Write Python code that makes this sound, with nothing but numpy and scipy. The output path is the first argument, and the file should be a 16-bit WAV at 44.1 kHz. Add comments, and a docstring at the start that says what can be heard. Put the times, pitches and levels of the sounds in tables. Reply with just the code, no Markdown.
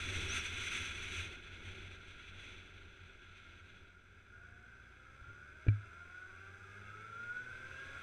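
"""Inside a motorcycle rider's helmet: wind rushes and buffets in gusts (shaped noise), with a brief early
whistle (an unsteady sine), and eases as the bike rolls up to a village junction. Past four seconds the engine
revs up to pull away: exhaust and gear lines sweep through the helmet's resonances over a throbbing clatter.
Soon a few soft low thumps and one sharp knock, like the visor snapping shut, set the shell's modes ringing;
towards the end the wind picks up again."""
import sys
import numpy as np
from scipy import signal
from scipy.fft import rfft, irfft
from scipy.io import wavfile

SR = 44100
rng = np.random.default_rng(int(sys.argv[2]) if len(sys.argv) > 2 else 0)


def file_out(sig):
    """Save sig as 16-bit WAV at sys.argv[1]."""
    # one column per channel
    cols = np.atleast_2d(sig).T
    # limit, then scale
    lim = np.clip(cols, -1, 1)
    pcm = np.round(lim * 32767).astype(np.int16)
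    wavfile.write(sys.argv[1], SR, pcm)


N = 353682
TIME = np.arange(N) / SR

# airflow round the helmet, dying away towards the junction and picking up after it:
# (time [s], level of the rush before gusts and eddies [dB])
AIRFLOW = [(0, -43.5), (1.25, -47.5), (1.42, -56.5), (2.6, -61), (2.95, -63), (3.78, -65), (3.98, -73.5),
           (7.2, -68.5), (8.02, -59.5)]
CRUISE_DB = -46  # airflow level at road speed


def engine(throb=0.14, clatter_flutter_db=0.4, gear_rough=0.14, gear_surge_db=-1.5):
    """Exhaust pulses, meshing gears and valve-train clatter, all following the revs."""
    # idling, then pulling away: (time [s], firing rate [Hz])
    revs = [(0, 46), (4.0, 43.6), (4.35, 54.3), (4.88, 59.3), (5.14, 63.4), (5.85, 79.8), (6.93, 102.6),
            (7.55, 122), (8.02, 133.7)]
    # throttle, easing off and then opened in two steps: (time [s], effort [dB])
    throttle = [(0, 11), (4.28, 0.5), (4.5, 7.5), (6.45, 4), (6.85, 12.5), (7.3, 11), (7.7, 10.5),
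                (8.02, 6)]
    # exhaust lines: (multiple of the firing rate, relative level [dB])
    exhaust_lines = [(1, -4.5), (1.5, -17), (2, -7), (3, -12), (4, -9), (5, -15), (6, -26), (7, -23.5)]
    # gear whine lines: (multiple of the tooth rate, relative level [dB])
    whine_lines = [(1, -6.5), (2, -5), (3, -5), (4, -11), (5, -9.5), (6.3, -10), (7, -10), (8, -9.5)]
    # clatter before the helmet: (frequency [Hz], relative level [dB])
    clatter_colour = [(100, -20.5), (300, -13), (550, 3), (900, -5), (1200, 0), (1500, 6), (1900, 1),
                      (3000, -8), (4400, -15.5), (5000, -8), (5400, -16), (6100, -20.5), (7500, -17.5),
                      (10000, -23.5), (15000, -34.5)]
    idle_hz = 44
    teeth_per_firing = 4.2
    exhaust_db = -71.5  # at zero effort
    # clatter at idle revs and road speed; its rise with revs; its share of the airflow's swing
    clatter_base_db, clatter_db_per_octave, clatter_follows = -60, 6.5, 0.19
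    # whine at idle revs and zero effort; its rise with revs; its share of the throttle's effort
    whine_base_db, whine_db_per_octave, whine_follows = -79, 8.5, 0.25
    clutch_s, clutch_bite_s = 4.3, 0.04  # the clutch bites and loads the gears

    (firing_hz,), (effort_db,), (air_db,) = in_time(revs), in_time(throttle), in_time(AIRFLOW)
    octaves = np.log2(firing_hz / idle_hz)
    clatter_db = clatter_base_db + clatter_db_per_octave * octaves
    clatter_db = clatter_db + clatter_follows * (air_db - CRUISE_DB)
    whine_db = whine_base_db + whine_db_per_octave * octaves + whine_follows * effort_db
    engaged = np.clip((TIME - clutch_s) / clutch_bite_s, 0, 1)
    # the firing rate wanders slightly
    firing_hz = firing_hz * (1 + 0.002 * drift(rate=14.4))

    exhaust = 0
    for k, db in exhaust_lines:
        exhaust = exhaust + from_db(db) * engine_line(k * firing_hz, rough=0.11 * (1 + k), rate=14)

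    # play between the teeth blurs the higher lines most
    tooth_hz = teeth_per_firing * firing_hz
    whine = 0
    for k, db in whine_lines:
        surge = from_db(db + gear_surge_db * drift(rate=3.8))
        whine = whine + surge * gear_line(k * tooth_hz, rough=gear_rough * k, rate=8 * k)

    # the clatter throbs with each firing
    firing_throb = 1 + throb * np.cos(2 * np.pi * np.cumsum(firing_hz) / SR)
    flutter = from_db(clatter_flutter_db * drift(rate=15))
    clatter = helmet_noise(clatter_colour) * firing_throb * flutter

    exhaust = from_db(exhaust_db + effort_db) * exhaust
    whine = engaged * from_db(whine_db) * whine
    return exhaust + whine + from_db(clatter_db) * clatter


def engine_line(hz, rough, rate):
    """One line of the engine; it swells as it climbs through a resonance of the helmet."""
    # how well the engine's lines reach the helmet: (frequency [Hz], gain [dB])
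    tone_path = [(50, 4.5), (85, -7.5), (120, 1.5), (220, -4.5), (330, -12), (420, -3.5), (500, -4),
                 (590, -0.5), (700, -2), (930, -13), (1100, -2.5), (1280, -0.5), (1450, 1), (1900, -7),
                 (2300, -9), (3500, -18)]
    gain = from_db(at_hz(tone_path, hz) + helmet_db(hz))
    return gain * wavering_tone(np.cumsum(hz) / SR, rough, rate)


def gear_line(hz, rough, rate):
    """One line of the gear whine; it flares as it crosses each narrow resonance."""
    # resonances met by the whine: (frequency [Hz], width [Hz], lift [dB])
    whine_peaks = [(1127, 79, 5.5), (1305, 36, 6.5), (1465, 150, 7.5), (1645, 75, 5), (2190, 74, 5),
                   (2686, 120, 10.5), (3530, 190, 7.5)]
    flare_db = sum(db * bell(hz, centre, width) for centre, width, db in whine_peaks)
    return from_db(flare_db) * engine_line(hz, rough, rate)


def knock():
    """Contacts strike the shell's modes; the shorter a contact, the higher the modes it wakes."""
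    # three nudges, first touch and its tick, main blow: (time [s], impulse [dB], contact spread [s])
    contacts = [(5.219, -18, 0.0031), (5.282, -30, 0.0014), (5.302, -42.5, 0.00034),
                (5.6675, -20.5, 0.00042), (5.6691, -47, 0.000073), (5.6845, 1.8, 0.0013)]
    # helmet shell modes: (frequency [Hz], level [dB], time to fall 60 dB [s])
    shell = [(103.5, -18, 0.27), (84, -22, 0.038), (146, -45, 0.088), (249, -34, 0.23), (300, -14, 0.045),
             (403, -12.5, 0.019), (636, -30, 0.033), (1700, -0.5, 0.0063), (2350, 0.5, 0.023),
             (3870, -9.5, 0.015), (7500, -22, .005)]
    force = 0
    for s, db, contact in contacts + latch():
        press = np.exp(-.5 * ((TIME - s) / contact) ** 2)
        area = contact * SR * np.sqrt(2 * np.pi)
        force = force + from_db(db) * press / area
    return -sum(from_db(db) * ring(force, hz, t60) for hz, db, t60 in shell)


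def latch(count=4):
    """The contacts of the latch: a snap with the main blow, then uneven bounces, each weaker."""
    snap_s, snap_db, contact_s = 5.6850, -30, 0.00008
    bounce_s, loss_db = 0.0034, 6  # mean gap; loss at each bounce
    gaps = rng.uniform(.6, 1.4, count - 1)
    delays = bounce_s * np.r_[0, np.cumsum(gaps)]
    return [(snap_s + delay, snap_db - k * loss_db, contact_s) for k, delay in enumerate(delays)]


def ring(force, hz, t60):
    """A two-pole resonator: a unit impulse sets a cosine of height 1 ringing and dying away."""
    r = from_db(-60 / (t60 * SR))
    w = 2 * np.pi * hz / SR
    # the tiny offset keeps the filter clear of vanishingly small numbers
    return signal.lfilter([1, -r * np.cos(w)], [1, -2 * r * np.cos(w), r * r], force + 1e-18)


def wind(buffet_lump_db=1.02, eddy_db=1.46, hiss_db=-60, hiss_growth=1.51):
    """Lumpy buffeting below, a rush in the cavity above, and a fine hiss that grows faster with airflow."""
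    # smooth swells: (time [s], width at half height [s], rush lift [dB], buffeting lift [dB])
    gusts = [(0.203, 0.27, 0.5, 4.5), (0.361, 0.074, 4.5, 2), (0.754, 0.16, 3, 2), (1.2, 0.087, 3, 1),
             (1.7, 0.22, 3.5, 4.5), (2.5, 0.33, 6, 2), (3.37, 0.12, 3, -1.5)]
    # spectra before the helmet, each: (frequency [Hz], relative level [dB])
    buffet_colour = [(12, 7), (25, 1.5), (60, -2), (140, -7), (300, -7.5), (550, -15.5), (900, -21),
                     (2000, -54.5)]
    rush_colour = [(200, -29), (700, -24), (1100, -6), (1500, -8), (1850, 2.5), (2200, -.5), (3000, 4.5),
                   (4000, -2), (5000, -18), (8000, -28.5), (15000, -67)]
    hiss_colour = [(2000, -26), (4300, -4), (5200, 3.5), (7000, 1.5), (9500, 0), (11000, -9.5),
                   (13000, -14.5), (14500, -27), (16000, -30)]
    # buffeting at road speed; its share of the airflow's swing
    buffet_base_db, buffet_follows = -51, 0.56

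    (air_db,) = in_time(AIRFLOW)
    flow_db = air_db + eddy_db * drift(rate=17)
    buffet_db = buffet_base_db + buffet_follows * (air_db - CRUISE_DB)
    for s, length, rush_lift_db, buffet_lift_db in gusts:
        swell = bell(TIME, s, length)
        flow_db = flow_db + rush_lift_db * swell
        buffet_db = buffet_db + buffet_lift_db * swell
    buffet = from_db(buffet_db + buffet_lump_db * drift(rate=8.0)) * helmet_noise(buffet_colour)
    rush = from_db(flow_db) * helmet_noise(rush_colour)
    hiss = from_db(hiss_db + hiss_growth * (flow_db - CRUISE_DB)) * helmet_noise(hiss_colour)
    return buffet + rush + hiss


def whistle():
    """A brief, unsteady edge tone at the visor: a sine gliding in pitch, roughened by fast wavering."""
    # glide of the tone: (time [s], pitch [Hz], level [dB])
    edge_tone = [(.27, 5500, -75), (.30, 5720, -48.5), (.335, 6460, -53.5), (.37, 6130, -55),
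                 (.40, 5660, -50.5), (.43, 5370, -88)]
    hz, level_db = in_time(edge_tone)
    blowing = (TIME > edge_tone[0][0]) & (TIME < edge_tone[-1][0])
    return blowing * from_db(level_db) * wavering_tone(np.cumsum(hz) / SR, rough=2.4, rate=40)


def helmet_noise(colour):
    """Noise of a smooth colour, sounding through the helmet's resonances; rms 1."""
    hz = np.arange(1, N // 2 + 2) * SR / N
    gain = from_db(at_hz(colour, hz) + helmet_db(hz))
    return rms_one(irfft(rfft(rng.standard_normal(N)) * gain, N))


def helmet_db(hz):
    """Lift that the cavity gives at each frequency: one bell for each resonance."""
    # resonances of the helmet cavity: (frequency [Hz], width [Hz], lift [dB])
    cavity = [(87, 31.4, 14.5), (381, 71, 8), (959, 60, 4.5), (1409.4, 245, 17), (1617, 140, 11),
              (2193, 327, 11.5), (2536, 302, 10), (3417, 240, 9), (3860, 430, 3.5), (5927, 535, 12),
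              (6324, 450, 9.5), (7450, 600, 4.5), (8080, 270, 8), (8910, 620, 5.5)]
    grid = np.arange(SR // 2)
    lift = sum(db * bell(grid, centre, width) for centre, width, db in cavity)
    return np.interp(hz, grid, lift)


def wavering_tone(turns, rough, rate):
    """A sine on a running phase, whose height and phase are shaken by a share `rough`."""
    shake = 1 + rough * (drift(rate) + 1j * drift(rate))
    level = np.sqrt(2 / (1 + 2 * rough ** 2))  # holds the rms near 1
    return np.real(shake * np.exp(2j * np.pi * turns)) * level


def drift(rate):
    """Smooth random wandering, about `rate` turns a second; spread 1."""
    hz = np.arange(N // 2 + 1) * SR / N
    return rms_one(irfft(rfft(rng.standard_normal(N)) / (1 + (hz / rate) ** 2), N))


def in_time(rows):
    """Each column of a curve, at every sample."""
    s, *columns = np.transpose(rows)
    return [np.interp(TIME, s, c) for c in columns]


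def at_hz(points, hz):
    """Read a spectrum in dB, on a log-frequency axis."""
    points_hz, points_db = np.transpose(points)
    return np.interp(np.log(hz), np.log(points_hz), points_db)


def bell(x, centre, width):
    """A smooth hump of height 1, `width` across at half height."""
    return np.exp2(-np.minimum((2 * (x - centre) / width) ** 2, 60))


def from_db(db):
    """Decibels to gain."""
    return 10 ** (np.asarray(db) / 20)


def rms_one(x):
    """Scale to unit rms."""
    return x / np.sqrt(np.mean(x ** 2) + 1e-20)


def scene():
    """Everything meets at one microphone inside the helmet."""
    return (engine() + knock() + wind() + whistle())[None, :]


def record(dry):
    """The sound eases in over two milliseconds; the top is cut steeply."""
    cutoff_hz = 15400
    opening = np.minimum(TIME / .002, 1)
    # ripple of 0.1 dB below the cutoff, 80 dB down above it
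    steep_cut = signal.ellip(10, .1, 80, cutoff_hz, fs=SR, output="sos")
    return signal.sosfilt(steep_cut, dry * opening)


dry = scene()
out = record(dry)
file_out(out)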